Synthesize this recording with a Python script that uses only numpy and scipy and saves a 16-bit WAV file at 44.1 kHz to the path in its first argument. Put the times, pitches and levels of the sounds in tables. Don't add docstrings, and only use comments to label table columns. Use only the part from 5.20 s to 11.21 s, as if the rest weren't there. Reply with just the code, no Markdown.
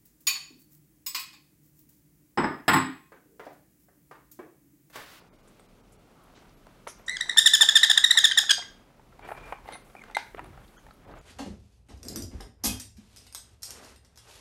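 import sys
import numpy as np
from scipy import signal
from scipy.fft import rfft, irfft, next_fast_len
from scipy.io import wavfile
from scipy.ndimage import uniform_filter1d, map_coordinates

SR = 44100
rng = np.random.default_rng(int(sys.argv[2]) if len(sys.argv) > 2 else 0)


def linear_from_db(decibels):
    return 10 ** (np.asarray(decibels, float) / 20)


def store_pcm(level_fs):
    pcm = np.round(np.clip(level_fs, -1, 1) * 32767).astype(np.int16)
    wavfile.write(sys.argv[1], SR, np.atleast_2d(pcm).T)


N = 265217

# frequency in Hz, level in dB.
HUM_COLOUR = [(16, -27.5), (28, 6.5), (69, -26), (90, -12), (224, -11), (649, -20), (703, -20.5),
              (994, -26), (1330, -24.5), (1790, -35), (2100, -30), (7940, -39.5), (16300, -43)]
HUM_DB = -56.5

# time in seconds, rustle level in dB.
STIR = [(0.0, -50), (.1, -67), (.9, -66.5), (1.138, -58), (1.5, -66), (1.86, -55), (3.5, -58.5),
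        (3.89, -64), (4.1, -48.5), (4.31, -49), (4.38, -55), (4.51, -43), (4.72, -62), (4.88, -52.5),
        (5.11, -61.5), (5.3, -53), (5.78, -63.5), (6.01, -48.5)]
# frequency in Hz, level in dB.
RUSTLE_COLOUR = [(150, -12.5), (400, -3), (900, -3.5), (1600, -8), (3000, -16.5), (6000, -30.5),
                 (14000, -39)]
# peak in seconds, level in dB, seconds to swell and to fade by 20 dB.
THUDS = [(.73, -55, 0.2), (1.138, -58, 0.5), (1.392, -61, 0.3), (1.73, -60, 0.8), (3.5, -59.5, 0.4),
         (3.78, -60.5, 0.15), (4.22, -48, 0.57), (4.44, -50, .08), (5.3, -42, .27), (5.68, -47, 0.1),
         (6.01, -47.5, 0.54)]
STILL_DB = -72

# start in seconds, length in ms,
# level in dB, centre in Hz, width in Hz.
WHEEZES = [(1.675, 63, -49.5, 6120, 1510), (1.674, 59, -50, 10000, 2480), (1.863, 25, -52, 7000, 3200),
           (2.001, 40, -66, 7800, 3200), (2.082, 15, -52, 7500, 2900), (5.57, 35, -63, 6450, 600),
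           (0.951, 180, -63.5, 1100, 500), (1.672, 40, -50, 1800, 1400), (1.675, 50, -55, 3600, 2000),
           (3.309, 10, -19, 4800, 2200), (3.309, 8, -22, 3500, 900), (4.948, 14, -46, 8800, 2600),
           (4.967, 10, -46, 8500, 4000), (5.565, 35, -58, 1450, 250), (5.57, 35, -64, 3100, 400),
           (5.24, 12, -63, 10200, 2000), (5.262, 14, -65, 11000, 1200), (5.17, 28, -50, 1800, 2500),
           (5.985, 25, -64, 7100, 700), (5.44, 30, -70, 3300, 700), (5.476, 16, -64, 3800, 1500),
           (5.705, 14, -63, 4200, 700), (5.415, 12, -61, 1600, 1200), (5.91, 40, -58, 1500, 1500),
           (5.912, 12, -64, 4300, 1500), (.276, 25, -64, 8500, 4000), (.395, 18, -64, 8500, 1600),
           (1.035, 14, -66, 11000, 4500), (1.294, 6, -60, 4200, 3000), (1.15, 45, -64, 3200, 1500),
           (0.0, 30, -64, 4300, 1200), (4.97, 62, -47.5, 3480, 3500), (5.2, 150, -54, 320, 300),
           (5.861, 160, -51, 500, 700), (4.521, 14, -56, 9500, 2500), (4.531, 48, -48.5, 9830, 800),
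           (4.52, 53, -54, 3000, 2500), (1.33, 110, -76, 11700, 600), (1.779, 56, -70, 11780, 800),
           (5.735, 20, -68, 11000, 3000)]
# start in seconds, length in ms, level in dB, centre in Hz, width in Hz.
BRUSHES = [
    (1.15, 92, -63, 3500, 6100),
    (4.075, 120, -62.5, 11000, 5000),
    (4.25, 110, -68, 10000, 7000),
    (4.45, 150, -68, 11000, 6000),
    (4.6, 290, -69, 10300, 8100),
    (4.95, 330, -67.5, 10000, 8800),
    (5.4, 350, -71, 10000, 7700),
    (4.3, 60, -67, 10000, 7000),
    (.72, 38, -64.5, 8800, 5000),
]

# start in seconds, peak in dB, ring in Hz.
TICKS = [(.276, -48, 396), (.396, -42.5, 397), (.73, -53, 463), (1.136, -47, 620), (1.176, -44, 410),
         (1.468, -40, 620), (3.993, -39, 813), (4.385, -41.5, 940), (4.445, -48, 770), (4.699, -43, 447),
         (4.912, -36, 834), (5.244, -37, 770), (5.58, -45.5, 1494), (5.666, -38, 852), (5.709, -42, 1300)]
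TICK_CRACK_DB, TICK_T60_S = -12, 0.018
# start in seconds, peak in dB, ring in Hz, crack in dB, t60 in seconds.
KNOCKS = [(1.668, -31.5, 1000, -33, 0.025), (1.674, -34, 614, -16, 0.038), (1.673, -26, 433, -12, 0.0087),
          (3.423, -32.5, 2030, -16, 0.025), (4.088, -31, 760, -18, 0.039), (4.106, -24.5, 800, -38, 0.01),
          (4.115, -26.5, 620, -31, 0.021), (4.119, -29.5, 825, -17, 0.03), (4.324, -14.5, 775, -46, 0.0063),
          (4.326, -27, 800, -17, 0.036), (4.488, -23.5, 800, -22, 0.014), (4.523, -36, 835, -34, 0.034),
          (4.553, -33.5, 740, -47, 0.027), (4.751, -32.5, 789, -20, 0.018), (4.838, -33, 1530, -11, 0.01),
          (4.968, -9.5, 850, -16.5, 0.016), (5.147, -22.5, 422, -29.5, 0.0095),
          (5.18, -36, 700, -30, 0.044), (5.193, -24, 963, -21, 0.025)]
# start in seconds, peak in dB, ring in Hz.
TAPS = [(2.056, -39, 965), (2.077, -46, 685), (2.126, -45, 875), (2.143, -38.5, 971), (2.163, -28, 945),
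        (2.328, -40.5, 855), (2.404, -27, 1200), (2.407, -27, 1350), (2.43, -24.5, 880),
        (2.523, -35.5, 840), (2.615, -44.5, 807), (2.651, -36, 873), (2.701, -26, 780),
        (2.757, -42.5, 1026), (2.779, -31, 814), (2.952, -30, 923), (3.034, -36.5, 864), (3.101, -39, 967),
        (3.168, -37, 808), (3.193, -35, 835), (3.231, -36.5, 770), (3.381, -30, 720), (3.392, -35, 700),
        (2.438, -33, 800), (2.962, -34, 800), (3.238, -31.5, 1500), (3.795, -47.5, 888), (3.925, -49, 1349),
        (4.15, -38.5, 780), (4.175, -40, 1020), (4.457, -40.5, 830), (4.898, -36, 840), (5.376, -41, 766),
        (5.685, -42.5, 831), (5.938, -40, 1250), (5.895, -43, 800)]
TAP_CRACK_DB, TAP_T60_S = -24, 0.026

# start in seconds, length in ms, fundamental in dB,
# start pitch in Hz, end pitch in Hz.
OPENING_PUFFS = [(1.881, 7.3, -27, 1860, 1930), (1.8933, 6.5, -24.3, 1960, 2070),
                 (1.967, 5.5, -31, 1780, 1660), (2.0084, 6, -21.3, 1830, 1970),
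                 (2.0944, 6, -20, 1800, 1990), (2.1719, 5.8, -19.5, 1850, 1815),
                 (2.1811, 14.1, -17.4, 1818, 1829), (2.2592, 8.8, -15.5, 1890, 1856),
                 (2.3349, 9.4, -18.6, 1812, 1859), (2.4091, 6.4, -16.7, 1855, 1805),
                 (2.4871, 5.8, -17.3, 1934, 1685), (2.5539, 9, -17.2, 1868, 1800),
                 (2.6311, 5.7, -14.2, 1975, 1830), (2.6974, 8.9, -19, 1769, 1846),
                 (2.7115, 6.5, -16.8, 1950, 1640), (2.7747, 6.5, -14.7, 1932, 1737),
                 (2.8399, 11.1, -15.2, 1966, 1799), (2.9071, 10.5, -14.8, 1987, 1783),
                 (2.9729, 5.4, -16, 2018, 1791), (3.0406, 8, -17.5, 1830, 1950),
                 (3.1119, 4.1, -19, 2000, 1800), (3.1747, 7.9, -15.5, 1863, 1958),
                 (3.2937, 7.3, -21.4, 1686, 1794), (3.3062, 7.6, -20.5, 1640, 1800)]
# start in seconds, length in ms,
# fundamental in dB, middle pitch in Hz.
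TRAILING_PUFFS = [(2.018, 12, -31, 1960), (2.105, 14, -30, 1940), (2.7066, 3, -27, 1760),
                  (2.268, 9, -20.5, 1770), (2.277, 5, -34, 1660), (2.196, 4, -32, 1720),
                  (2.3545, 4, -31, 1650), (2.432, 4, -30, 1680), (2.5762, 3, -27, 1690),
                  (3.3022, 4, -33, 1620), (2.345, 10, -23.5, 1770), (2.4152, 11.8, -18, 1815),
                  (2.427, 5, -26.5, 1735), (2.4929, 6, -21, 1815), (2.5629, 7.2, -17.8, 1835),
                  (2.5701, 6.5, -24, 1765), (2.6368, 6.6, -16.3, 1880), (2.6436, 7.4, -27, 1735),
                  (2.7812, 5.8, -26.5, 1755), (2.9783, 4.5, -14.5, 1965), (2.984, 8.4, -21, 1780),
                  (3.0486, 11, -20, 1754), (3.1185, 6.7, -27.7, 1646), (3.1826, 11.1, -20.4, 1743),
                  (3.3139, 5.6, -23.6, 1676)]
OVERLAP_MS = 0.45
SAG_HZ_PER_MS2 = 1.5
QUAVER_S, QUAVER_MS, QUAVER_DB, QUAVER_DIP_DB = 1.9014, 6.95, -33, -2
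QUAVER_HZ, QUAVER_ARCH_HZ, QUAVER_SWING_HZ = 2057, 40, 50
RISE_PER_MS, FALL_PER_MS = 145, 125

# time in seconds, extra overtone lift in dB, rasp in dB,
# sharpness of closure in dB.
EFFORT = [(1.885, -8, -21, -7), (1.897, -5, -26, 4), (1.905, -9, -26, -10), (1.96, -9, -26, -9),
          (1.97, -7, -21, -1), (2.01, -4.5, -28, 3), (2.024, -10, -29, -12), (2.097, -4.5, -28, 1),
          (2.112, -11, -29, -13), (2.175, 1.5, -23, 3), (2.35, 0, -21, 2), (2.49, 0.5, -21, -1.5),
          (2.6, 0.5, -18.5, -0.5), (2.78, -0.5, -21, -2), (2.87, 0.5, -23, .5), (3.05, 0, -21, -1),
          (3.113, -5.5, -20, -16), (3.122, -3, -20, -8), (3.185, -2, -19, 0), (3.297, -3.5, -18, -5),
          (3.31, -4.5, -10, -1)]
LIFT_DB, LIFT_DB_PER_HZ, LIFT_MID_HZ = 8.5, -0.0409, 1814.4
# frequency in Hz, level in dB.
THROAT = [(2600, -4), (3000, 1.5), (3300, -1.5), (4200, 1.5), (4900, 0.5), (5350, -8), (5800, -14),
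          (6600, -3.5), (7600, -10), (8800, -14.5), (11000, -24), (12700, -27), (14000, -39), (15000, -41),
          (15600, -36), (16000, -65)]
PATCHY_DB = 0.45
WARM_UP_S, WARM_UP_DULL_DB = 2.15, 9

# start in seconds, length in ms, fundamental in dB,
# start pitch in Hz, end pitch in Hz.
PEEPS = [
    (4.02, 56, -56.5, 2306, 2380),
    (4.09, 100, -61, 2390, 2320),
    (4.165, 42, -60, 2400, 2391),
    (4.225, 70, -55, 2360, 2433),
    (4.3, 82, -59.5, 2413, 2338),
    (4.765, 30, -60, 2350, 2400),
    (4.79, 19, -56, 2382, 2320),
    (4.812, 10, -46, 2273, 2150),
]
PEEP_LIFT_PER_DB = 0.8

# start in seconds, peak in dB, brightness in dB.
RIM_HITS = [
    (4.4775, -49, 0),
    (4.523, -42, 0),
    (4.533, -42.5, 2),
    (4.545, -45, 3),
    (4.9482, -28, 2),
    (4.9545, -34, 1),
    (4.9685, -30.5, -2),
]
# frequency in Hz, level in dB, t60 in seconds.
RIM_MODES = [(2076, -0.5, 0.061), (2106, -11, .2), (3070, -20, .05), (3770, -5.5, .035), (4090, -6, 0.035),
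             (4500, -19, .06), (6100, -13.5, .035), (8400, -22, 0.015)]

# delay in seconds, level in dB.
ECHOES = [(.0045, -23), (.012, -23), (.021, -22.5), (.031, -24.5)]
# band in Hz, t60 in seconds, level in dB.
ROOM = [(300, .4, -4.5), (900, 0.32, -15), (1350, .38, -14), (1850, 0.44, -10.5), (2700, .4, -16),
        (3600, 0.36, -20), (5300, 0.36, -6), (7200, 0.34, -18), (10000, 0.27, -10.5), (14000, 0.18, -15)]

# start in seconds, length in ms, lower edge in Hz.
PATCHES = [(.085, 48, 2500), (.165, 22, 2500), (.21, 22, 3000), (.465, 22, 3000), (.612, 24, 2500),
           (.768, 22, 3500), (1.152, 36, 8500), (1.348, 22, 3000), (3.395, 26, 9000), (4.025, 24, 3500),
           (4.53, 20, 11000), (4.62, 26, 5000), (5.57, 24, 2000), (5.852, 22, 2500), (5.93, 22, 4500),
           (5.99, 22, 3500)]
STAND_OUT, LOST_SHARE = 1.6, 0.88
BLOCK_S, THIN_HZ, THIN_STAND_OUT = 0.0232, 13500, 1.05


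def colour(x, points):
    hz, db = np.transpose(points)
    size = next_fast_len(len(x))
    f = np.maximum(np.fft.rfftfreq(size, 1 / SR), 1)
    gain = linear_from_db(np.interp(np.log(f), np.log(hz), db))
    return irfft(rfft(x, size) * gain, size)[:len(x)]


def unit(x):
    return x / np.sqrt(np.mean(x ** 2))


def band(x, hz, width_hz):
    size = next_fast_len(len(x))
    f = np.fft.rfftfreq(size, 1 / SR)
    bell = np.exp(-2 * ((f - hz) / width_hz) ** 2)
    return irfft(rfft(x, size) * bell, size)[:len(x)]


def add(out, s, x):
    i = int(s * SR)
    out[i:i + len(x)] += x[:N - i]


def walk(rate):
    k = int(SR / rate)
    return unit(uniform_filter1d(uniform_filter1d(rng.standard_normal(N), k), k))


def decay(t, t60):
    return np.exp(-np.log(1000) * t / t60)


def hum():
    noise = unit(colour(rng.standard_normal(N), HUM_COLOUR)) * linear_from_db(HUM_DB)
    low = band(noise, 0, 1500)
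    return low * linear_from_db(0.5 * walk(6)) + (noise - low) * linear_from_db(0.8 * walk(5.8))


def rustle():
    t = np.arange(N) / SR
    rustle_db = np.interp(t, *np.transpose(STIR))
    thud_db = np.max([db - 20 * abs(t - s) / fade_s for s, db, fade_s in THUDS], axis=0).clip(STILL_DB)
    grains = rng.standard_normal(N) * linear_from_db(2.1 * walk(120) + 2.44 * walk(25))
    thud_colour = [(20, -23), (38, 6.5), (70, -7.5), (150, -7), (300, -50.5)]
    thud = unit(colour(rng.standard_normal(N), thud_colour))
    return linear_from_db(rustle_db - 3.5) * unit(colour(grains, RUSTLE_COLOUR)), linear_from_db(thud_db - 3.5) * thud


def wheezes(events):
    out = np.zeros(N)
    for s, ms, db, hz, width_hz in events:
        u = np.linspace(0, 1, int(ms * SR / 1000))
        noise = unit(band(rng.standard_normal(16384), hz, width_hz))[:len(u)]
        add(out, s, linear_from_db(db) * np.sin(np.pi * u ** 0.46) * noise)
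    return out


def clicks(events):
    out, t = np.zeros(N), np.arange(3000) / SR
    grit_colour = [(300, -10), (1500, 0), (3500, -2), (6000, -13), (12000, -15), (16000, -25)]
    grit = 0.6 * unit(colour(rng.standard_normal(N), grit_colour))
    scrape = unit(band(rng.standard_normal(N), 1100, 1800))
    for s, db, hz, crack_db, t60 in events:
        here = slice(int(s * SR), int(s * SR) + len(t))
        fade = decay(t, max(t60, 0.003)) * (1 - np.exp(-t / 0.0011))
        knock = np.sin(2 * np.pi * hz * t) + linear_from_db(-16.5) * np.sin(2 * np.pi * 1.6 * hz * t)
        knock += linear_from_db(-6.5) * scrape[here]
        crack = linear_from_db(crack_db + 1) * grit[here] * np.exp(-t / 0.0019)
        add(out, s, linear_from_db(db + 2.5) * (fade * knock + crack))
    return colour(out, [(120, -30), (350, -1), (700, 0), (16000, 0)])


def puffs():
    trailing = []
    for s, ms, db, hz in TRAILING_PUFFS:
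        sag = SAG_HZ_PER_MS2 * ms ** 2 / 2
        trailing.append((s - OVERLAP_MS / 1000, ms + OVERLAP_MS, db, hz + sag, hz - sag))
    quaver = []
    for k, arch in enumerate(np.sqrt(abs(np.sin(np.linspace(0, np.pi, num=9))))):
        middle = QUAVER_HZ + QUAVER_ARCH_HZ * arch
        swing = (-1) ** k * QUAVER_SWING_HZ
        start = QUAVER_S + k * QUAVER_MS / 1000
        quaver.append((start, QUAVER_MS, QUAVER_DB + QUAVER_DIP_DB * arch, middle + swing, middle - swing))
    rows, effort = np.array(list(OPENING_PUFFS) + trailing + quaver), np.array(EFFORT)
    lift_db = LIFT_DB + LIFT_DB_PER_HZ * (rows[:, 3:].mean(axis=1) - LIFT_MID_HZ)
    lift_db = lift_db + np.interp(rows[:, 0], effort[:, 0], effort[:, 1])
    return np.column_stack([rows, lift_db])


def squeak(puffs, wobble, flutter_db, breath_db, sharp_db, hollow, dull_db=0):
    pressure, hz, lift_db, swing = np.full(N, 1e-9), np.full(N, 2e-6), np.zeros(N), np.zeros(N)
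    for s, ms, db, start_hz, end_hz, puff_lift_db in puffs:
        t = np.arange(-8, ms + 10, 1000 / SR)
        edge = np.clip(np.minimum(t + 0.5, ms + 0.5 - t) / 3.4, 0, 1)
        shape = np.sin(np.pi / 2 * edge) ** 1.5
        skirt = np.exp(np.minimum(t, 0) / 3.4 + np.minimum(ms - t, 0) / 2.6)
        shape += linear_from_db(-12) * skirt * (1 - shape)
        glide = start_hz + (end_hz - start_hz) * np.clip(t / ms, 0, 1)
        glide += RISE_PER_MS * np.minimum(t, 0) + FALL_PER_MS * np.minimum(ms - 1.1 - t, 0)
        for curve, value in ((pressure, 1), (hz, glide), (lift_db, puff_lift_db), (swing, shape)):
            add(curve, s - 0.008, linear_from_db(db + 1.5) * shape * value)
    hz = hz / pressure * (1 + wobble * walk(300))
    lift_db, swing = lift_db / pressure, swing / pressure
    turns = np.cumsum(hz) / SR
    hiss = unit(band(rng.standard_normal(N), 0, 1200))
    throat_hz, throat_db = np.transpose(THROAT)
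    wave = np.sin(2 * np.pi * turns)
    for k in range(2, 10):
        colour_db = lift_db
        if k > 2:
            colour_db = (0.3 + 0.22 * (k - 3)) * lift_db + sharp_db
            colour_db = colour_db + 0.25 * (k - 4) * np.minimum(sharp_db, 0) - dull_db * max(k - 5, 0)
        tube_db = np.interp(np.log(k * hz), np.log(throat_hz), throat_db)
        patchy_db = PATCHY_DB * (k - 1) * walk(350)
        gain = linear_from_db(colour_db + patchy_db + tube_db) * swing ** (0.2 * k)
        ragged = 1 + linear_from_db(breath_db + 1.2 * k) * hiss + linear_from_db(breath_db - 2) * np.sin(np.pi * turns)
        ragged = ragged / np.sqrt(1 + linear_from_db(2 * breath_db + 2.4 * k))
        wave += gain * ragged * np.sin(2 * np.pi * k * turns + 0.7 * k * k) * (k * hz < 15900)
    breath_colour = [(400, -22), (800, -4.5), (1350, 8), (2500, -2), (5000, -4), (9000, 5), (15000, -25)]
    breath = unit(colour(rng.standard_normal(N), breath_colour))
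    voice = pressure * linear_from_db(flutter_db * walk(300)) * (wave + linear_from_db(breath_db + 2) * breath)
    return voice - hollow * band(voice, 2650, 620) - hollow * 1.5 * band(voice, 4480, 330)


def rim():
    out, t = np.zeros(N), np.arange(9000) / SR
    chances = rng.standard_normal((len(RIM_HITS), len(RIM_MODES)))
    for (s, db, bright_db), chance in zip(RIM_HITS, chances):
        for (hz, mode_db, t60), c in zip(RIM_MODES, chance):
            gain = linear_from_db(db + mode_db + 1.5 * c + bright_db * (hz > 2500))
            ring = np.sin(2 * np.pi * hz * t) * decay(t, t60)
            add(out, s, gain * ring * (1 - np.exp(-t / 0.0004)))
    return out


def room(x):
    t = np.arange(int(0.7 * SR)) / SR
    tail, echoes = np.zeros(len(t)), np.zeros(len(t))
    for hz, t60, db in ROOM:
        part = band(rng.standard_normal(len(t)), hz, 0.7 * hz)
        part = part * decay(t, t60) * np.clip((t - 0.005) / 0.012, 0, 1)
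        tail += linear_from_db(db) * part / np.sqrt(np.sum(part ** 2) * SR / hz)
    for s, db in ECHOES:
        echoes[int(s * SR)] = linear_from_db(db)
    bobbing = map_coordinates(x, [np.arange(N) + 3.4 * walk(300)], order=3)
    return x + signal.fftconvolve(x, echoes)[:N] + signal.fftconvolve(bobbing, tail)[:N]


def scene():
    t = np.arange(N) / SR
    feathers, thud = rustle()
    s, _, *columns = np.transpose(EFFORT)
    rasp_db, sharp_db = (np.interp(t, s, column) for column in columns)
    call = squeak(puffs(), wobble=0.009, flutter_db=0.6, breath_db=rasp_db, sharp_db=sharp_db, hollow=0.3,
                  dull_db=WARM_UP_DULL_DB * (t < WARM_UP_S))
    peeps = [(*row, PEEP_LIFT_PER_DB * row[2]) for row in PEEPS]
    mate = squeak(peeps, wobble=0.012, flutter_db=4, breath_db=-24, sharp_db=-8, hollow=0)
    ticks = [(*row, TICK_CRACK_DB, TICK_T60_S) for row in TICKS]
    taps = [(*row, TAP_CRACK_DB, TAP_T60_S) for row in TAPS]
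    contacts = clicks(list(KNOCKS) + ticks + taps)
    echoing = room(call + mate + rim() + contacts + wheezes(WHEEZES))
    return (echoing + feathers + thud + hum() + wheezes(BRUSHES))[None]


def thin_treble(x):
    out, f = x.copy(), np.fft.rfftfreq(4096, 1 / SR)
    always = [(s, 2000 * BLOCK_S, THIN_HZ) for s in np.arange(0, N / SR - BLOCK_S, 1.6 * BLOCK_S)]
    for s, ms, hz in list(PATCHES) + always:
        start = int(s * SR)
        part = out[start:start + int(ms * SR / 1000)]
        window = np.sin(np.linspace(0, np.pi, len(part)))
        size = abs(rfft(part * window, 4096))
        ratio = STAND_OUT if hz < THIN_HZ else THIN_STAND_OUT
        lost = (f > hz) & (uniform_filter1d(size, 5) < ratio * uniform_filter1d(size, 160))
        removed = irfft(rfft(part, 4096) * lost, 4096)[:len(part)]
        add(out, s, -LOST_SHARE * window ** 0.5 * removed)
    return out


def roll_off(x):
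    return signal.sosfilt(signal.butter(12, 16460, fs=SR, output="sos"), x)


def record(dry):
    rounded = np.tanh(dry[0] / 1.4) * 1.4
    heard = colour(rounded, [(15, -30), (28, -9), (38, 0), (15000, 0), (15750, 0), (15950, -14),
                             (16400, -17), (16480, -70)])
    mix = thin_treble(heard)[None]
    return roll_off(mix)


dry = scene()
out = record(dry)
store_pcm(out)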